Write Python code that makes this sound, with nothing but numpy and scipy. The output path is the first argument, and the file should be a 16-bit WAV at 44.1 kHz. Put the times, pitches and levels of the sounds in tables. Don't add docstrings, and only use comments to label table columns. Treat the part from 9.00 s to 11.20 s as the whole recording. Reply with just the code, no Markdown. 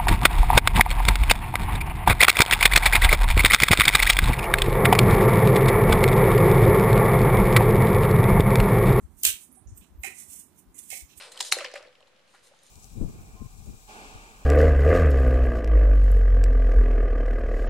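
import sys
import numpy as np
from scipy import signal
from scipy.fft import rfft, irfft, next_fast_len
from scipy.io import wavfile
from scipy.ndimage import uniform_filter1d

SR = 44100
rng = np.random.default_rng(int(sys.argv[2]) if len(sys.argv) > 2 else 0)


def generate_wav(signal):
    frames = np.transpose(np.atleast_2d(signal))
    scaled = np.clip(frames, -1, 1) * 32767
    pcm = np.round(scaled).astype(np.int16)
    wavfile.write(sys.argv[1], SR, pcm)


def field_ratio(decibels):
    return 10 ** (np.asarray(decibels, dtype=float) / 20)


N = 97020

# frequency in Hz, level in dB per Hz.
KITCHEN_TONE = [(45, -17), (190, 1), (370, -5), (490, -16), (1000, -14), (2500, -28), (5000, -36),
                (9000, -35)]
KITCHEN_DB, KITCHEN_LEFT_DB, KITCHEN_SHARED, KITCHEN_SWELL_DB = -59, -12, .9, 1.5

# frequency in Hz, level in dB per Hz.
BREEZE_TONE = [(15, -44), (35, -22), (56, 0), (100, -5), (200, -30)]
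BREEZE_DB, BREEZE_GUST_DB = -70, 2.5

# centre in seconds, peak in dB, frequency in Hz, length in seconds.
LEFT_PUFFS = [(0.022, -49, 60, 0.011), (0.051, -33, 70, 0.019), (0.29, -52, 94, 0.01),
              (0.687, -36, 84, 0.013), (0.728, -33, 97, 0.013), (0.763, -46, 65, 0.013),
              (0.803, -44, 66, 0.02), (0.825, -52, 80, 0.008), (0.921, -46, 67, 0.026),
              (0.952, -52, 79, 0.007), (0.998, -35, 63, 0.025), (1.019, -46, 51, 0.005),
              (1.686, -47, 55, 0.028), (1.707, -49, 61, 0.006), (1.927, -53, 86, 0.013),
              (2.037, -40, 63, 0.022)]
# centre in seconds, peak in dB, frequency in Hz, length in seconds.
RIGHT_PUFFS = [(0.107, -44, 79, 0.024), (0.143, -46, 65, 0.018), (0.17, -49, 56, 0.024),
               (0.291, -41, 68, 0.066), (0.315, -42, 64, 0.014), (0.342, -43, 64, 0.004),
               (0.622, -50, 104, 0.024), (0.669, -35, 71, 0.014), (0.691, -44, 62, 0.008),
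               (0.706, -41, 60, 0.012), (0.747, -45, 79, 0.014), (0.957, -39, 71, 0.012),
               (0.999, -36, 65, 0.02), (1.041, -50, 66, 0.007), (1.077, -50, 78, 0.012),
               (1.292, -50, 93, 0.015), (2.175, -50, 77, 0.018)]

# peak in seconds, level in dB, 20 dB rise in seconds,
# 20 dB fall in seconds, centre in Hz.
FINGER_RUBS = [(.03, -62, .1, .08, 9000), (.2, -46, .07, .09, 12000), (.43, -46, .14, .06, 10500),
               (.56, -62, .08, .05, 9000), (.69, -60, .015, .1, 7500), (.782, -46, .02, .015, 10000),
               (.83, -61, .05, .1, 8000), (1.026, -53, .02, .03, 13000), (1.195, -38, .09, .07, 9000),
               (1.325, -41, .06, .12, 11000), (1.4, -43, .1, .055, 10500), (1.59, -49, .045, .03, 13000),
               (1.755, -52, .008, .12, 10000), (1.792, -33, .012, .01, 10000), (1.85, -47, .1, .1, 10500),
               (1.895, -46, .04, .05, 11000), (2.1, -58, .04, .1, 6000), (2.178, -38, .016, .025, 11500)]
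RUB_OCTAVES, RUB_GRAIN_DB, RUB_FLUTTER_DB = .55, 2.2, 2.2
RUB_BODY_HZ, RUB_BODY_OCTAVES, RUB_BODY_DB = 3400, .8, -13

# peak in seconds, level in dB, 20 dB rise in seconds,
# 20 dB fall in seconds, centre in Hz.
FINE_RUBS = [(.1905, -35, .002, .003, 13500), (.2152, -33, .003, .003, 14000), (.516, -54, .004, .1, 10700),
             (.528, -48, .003, .004, 11300), (.556, -58, .006, .06, 8800), (.578, -55, .05, .02, 9800),
             (.674, -57, .004, .12, 6200), (.778, -46, .012, .01, 8300), (.776, -40, .02, .02, 13800),
             (1.744, -51, .003, .1, 10800), (1.745, -55, .003, .1, 7200), (2.097, -59, .01, .12, 5600),
             (2.06, -60, .04, .04, 6500), (2.09, -56, .08, .15, 13000), (.2522, -13, .003, .005, 7800),
             (1.2, -46, .08, .08, 12500), (1.198, -51, .04, .04, 6000), (1.32, -57, .03, .1, 5800),
             (1.33, -48, .04, .12, 12500), (1.025, -43, .04, .03, 13800), (1.59, -60, .04, .04, 6500),
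             (.195, -58, .02, .05, 6000)]
FINE_OCTAVES, FINE_STEEP, FINE_LEFT_DB = .2, 3.5, -3

# start in seconds, level in dB, hold in seconds, body share in dB,
# left boost in dB.
CRUMBLES = [(.2298, -36, .003, -18, 6), (.2340, -13, .0008, -20, 8), (.2352, -20, .002, -15, 6),
            (.2417, -22, .002, -6, 10), (.2447, -16, .002, -12, 5), (.2492, -13, .0015, -14, 7),
            (.2508, -7, .004, -10, 7), (.2615, -17, .018, -8, 6), (.283, -22, .022, -8, 3),
            (.81, -75, .04, 15, -1), (2.092, -62, .05, 3, 5)]
# start in seconds, level in dB, hold in seconds, body share in dB,
# left boost in dB.
PLATE_SCRAPES = [
    (1.0338, -30, .004, 1, -2),
    (1.043, -30, .012, 0, -2),
    (1.057, -33, .014, 2, -2),
    (1.073, -37, .004, 4, -2),
    (1.0795, -37, .004, 5, -2),
    (1.095, -49, .03, 4, -1),
    (1.15, -62, .08, 6, -1),
    (1.745, -72, .06, 9, -1),
]
# start in seconds, level in dB, hold in seconds, body share in dB,
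# left boost in dB.
RIM_DRAGS = [
    (1.9026, -27, .003, -11, 0),
    (1.907, -36, .006, -8, 0),
    (1.914, -32.5, .025, -5, 0),
    (1.94, -34, .04, -12, 1),
    (1.982, -40, .018, -13, 1),
    (2.003, -39, .004, -10, 1),
    (2.008, -43, .018, -12, 1),
]
SNAP_RELEASE_S, SNAP_GRAIN_DB, SNAP_FLUTTER_DB, SNAP_EDGE_HZ = .0015, 1.5, 1.5, 4600

# frequency in Hz, width in Hz, level in dB.
FOOD_RING = [(370, 80, -11), (1600, 700, -15), (2600, 450, 1), (3150, 350, 0), (3800, 500, 0),
             (4400, 400, -4)]
# frequency in Hz, width in Hz, level in dB.
PLATE_RING = [(400, 150, -17), (780, 200, -14), (1400, 600, -20), (2020, 190, 5), (2480, 350, 0),
              (3080, 300, -13), (4030, 300, -9)]
# frequency in Hz, width in Hz, level in dB.
RIM_RING = [(730, 200, -16), (2160, 330, 3), (2550, 300, -2), (3090, 400, -5), (4100, 700, -6)]

# start in seconds, level in dB, frequency in Hz, T60 in seconds.
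TABLE_KNOCKS = [
    (1.042, -29, 770, .04),
    (1.073, -37, 375, .08),
    (1.925, -31, 740, .03),
    (1.927, -37, 520, .03),
    (.57, -50, 750, .08),
    (.2506, -37, 370, .06),
    (.66, -48, 190, .15),
    (.49, -49, 250, .15),
    (.815, -49, 200, .2),
]

ROOM_DB, ROOM_T60_S, ROOM_TREBLE_T60_S, ROOM_GAP_S = -3, .25, .22, .003

# frequency in Hz, gain in dB.
LEFT_PORT = [(300, -12), (3000, -13), (5000, -20), (7000, -21), (9000, -17), (11000, -15), (13500, -7),
             (15500, -9)]
# frequency in Hz, gain in dB.
RIGHT_PORT = [(300, -1), (3000, -1), (4700, -7), (6000, -1), (8600, 4), (10000, 1), (11500, -6),
              (15000, -6)]
LEFT_LAG_S, PORTS_SHARED = .00016, .65

# frequency in Hz, handicap in dB.
WEAK_BANDS = [(2600, -3), (4550, -1), (4800, 11), (5050, -1), (12500, 4), (14600, 2), (15200, 12)]
MASK_DB, MASK_CHANCE_DB, MASK_FROM_HZ, MASK_DEPTH_DB = -30, 12, 2600, -35
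MASK_LEFT_DB = 7
TOP_HZ = 15400


def unit(x):
    return x / np.sqrt(np.mean(x ** 2))


def freqs(size):
    return np.maximum(np.arange(size // 2 + 1) * SR / size, 1)


def near(s, before, after):
    first = max(int((s - before) * SR), 0)
    k = np.arange(first, min(int((s + after) * SR), N))
    return slice(k[0], k[-1] + 1), k / SR - s


def colour(x, points):
    hz, db = np.array(points).T
    gain = field_ratio(np.interp(np.log(freqs(N)), np.log(hz), db))
    return irfft(rfft(x) * gain, N)


def bump(f, hz, octaves, steep):
    return np.exp(-.5 * abs(np.log2(f / hz) / octaves) ** steep)


def walk(rate):
    k = int(SR / rate)
    held = rng.standard_normal(N // 20)[np.arange(N) // k]
    return unit(uniform_filter1d(held, k))


def kitchen():
    shared, own = rng.standard_normal(N), rng.standard_normal((2, N))
    mixed = np.sqrt(KITCHEN_SHARED) * shared + np.sqrt(1 - KITCHEN_SHARED) * own
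    tone = unit(colour(mixed, KITCHEN_TONE))
    return tone * field_ratio(KITCHEN_DB + KITCHEN_SWELL_DB * walk(6) + np.array([[KITCHEN_LEFT_DB], [0]]))


def breeze():
    out = []
    for _ in range(2):
        rumble = unit(colour(rng.standard_normal(N), BREEZE_TONE))
        out.append(rumble * field_ratio(BREEZE_DB + BREEZE_GUST_DB * walk(12)))
    return np.array(out)


def puffs(table):
    out = np.zeros(N)
    for s, db, hz, length in table:
        at, t = near(s, 2 * length + .02, 2 * length + .02)
        swing = np.sin(2 * np.pi * .95 * hz * t + .8)
        out[at] += field_ratio(db + .6) * swing * np.exp(-2.8 * (t / (length + .003)) ** 2)
    return out


def grains(spread_db, flutter_db, rate):
    clicks = rng.standard_normal(N)
    size_db = spread_db * rng.exponential(size=N)
    return unit(clicks * field_ratio(size_db + flutter_db * walk(rate)))


def ports(spread_db, flutter_db, rate):
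    right = grains(spread_db, flutter_db, rate)
    own = grains(spread_db, flutter_db, rate)
    left = np.sqrt(PORTS_SHARED) * right + np.sqrt(1 - PORTS_SHARED) * own
    return np.array([left, right])


def rubs(table, octaves, steep, body_db, left_db):
    grit, out = ports(RUB_GRAIN_DB, RUB_FLUTTER_DB, 90), np.zeros((2, N))
    for s, db, rise, fall, hz in table:
        at, t = near(s, 2 * rise, 2 * fall)
        size = next_fast_len(len(t), True)
        f = freqs(size)
        body = field_ratio(body_db) * bump(f, RUB_BODY_HZ, RUB_BODY_OCTAVES, 2)
        gain = unit(bump(f, hz, octaves, steep) + body)
        hiss = irfft(rfft(grit[:, at], size) * gain, size)[:, :len(t)]
        out[:, at] += hiss * field_ratio(db - 20 * np.maximum(-t / rise, t / fall))
    return out * field_ratio(np.array([[left_db], [0]]))


def ring(x, hz, width):
    return signal.lfilter(*signal.iirpeak(hz, hz / width, SR), x)


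def snaps(table, modes):
    grit = ports(SNAP_GRAIN_DB, SNAP_FLUTTER_DB, 250)
    edge, body = np.zeros((2, N)), np.zeros((2, N))
    for s, db, hold, body_db, left_db in table:
        at, t = near(s, 0, hold + 10 * SNAP_RELEASE_S)
        release = np.exp(-np.maximum(t - hold, 0) / SNAP_RELEASE_S)
        shape = release * field_ratio(db + np.array([[left_db], [0]]))
        edge[:, at] += shape
        body[:, at] += shape * field_ratio(body_db)
    high = signal.butter(3, SNAP_EDGE_HZ, "high", fs=SR, output="sos")
    struck = grit[:, ::-1] * body
    rung = np.zeros((2, N))
    for k, (hz, width, db) in enumerate(modes):
        rung += (-1) ** k * field_ratio(db) * ring(ring(struck, hz, 2 * width), hz, width)
    return signal.sosfilt(high, grit * edge) + field_ratio(11) * rung


def knocks():
    out = np.zeros(N)
    for s, db, hz, t60 in TABLE_KNOCKS:
        at, t = near(s, 0, t60)
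        onset = 1 - np.exp(-t / .002)
        out[at] += np.sin(2 * np.pi * hz * t) * onset * field_ratio(db - 60 * t / t60)
    return out


def room(x):
    t = np.arange(SR // 2) / SR
    noise = rng.standard_normal((2, len(t))) * (t > ROOM_GAP_S)
    low = signal.sosfilt(signal.butter(2, 5000, fs=SR, output="sos"), noise)
    tail = low * field_ratio(-60 * t / ROOM_T60_S) + (noise - low) * field_ratio(-60 * t / ROOM_TREBLE_T60_S)
    tail = unit(tail) / np.sqrt(len(t))
    return x + field_ratio(ROOM_DB) * signal.fftconvolve(x, tail, axes=1)[:, :N]


def scene():
    powder = rubs(FINGER_RUBS, RUB_OCTAVES, 2, RUB_BODY_DB, 0)
    powder += rubs(FINE_RUBS, FINE_OCTAVES, FINE_STEEP, -25, FINE_LEFT_DB)
    cracks = snaps(CRUMBLES, FOOD_RING) + snaps(PLATE_SCRAPES, PLATE_RING) + snaps(RIM_DRAGS, RIM_RING)
    left, right = room(powder + cracks + knocks())
    left = np.roll(left, int(LEFT_LAG_S * SR))
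    air = np.array([puffs(LEFT_PUFFS), puffs(RIGHT_PUFFS)]) + breeze()
    return np.array([colour(left, LEFT_PORT), colour(right, RIGHT_PORT)]) + air + kitchen()


def thin(x):
    f, _, z = signal.stft(x, SR, nperseg=2048)
    band = np.arange(len(f)) // 8
    centre = f[4::8]
    power = uniform_filter1d(abs(z) ** 2, size=8, axis=1)[:, 4::8]
    db = 10 * np.log10(power + 1e-18)
    db[:, centre < MASK_FROM_HZ] = np.nan
    db -= np.interp(centre, *np.array(WEAK_BANDS).T)[:, None]
    chance = unit(uniform_filter1d(rng.standard_normal(db.shape), size=5, axis=2))
    limit = MASK_DB + np.array([MASK_LEFT_DB, 0])[:, None, None] + MASK_CHANCE_DB * chance
    drop = db - np.nanmax(db, axis=(0, 1), keepdims=True) < limit
    gain = np.where(drop, field_ratio(MASK_DEPTH_DB), 1)
    z = z * gain[:, np.minimum(band, db.shape[1] - 1)]
    return signal.istft(z, SR, nperseg=2048)[1][:, :N]


def top_cut(x):
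    return signal.sosfilt(signal.butter(12, 16640, fs=SR, output="sos"), x)


def record(dry):
    low_pass = signal.ellip(8, .2, 35, TOP_HZ, fs=SR, output="sos")
    cut = signal.sosfilt(low_pass, thin(dry))
    return top_cut(np.clip(cut, -1, 1))


dry = scene()
out = record(dry)
generate_wav(out)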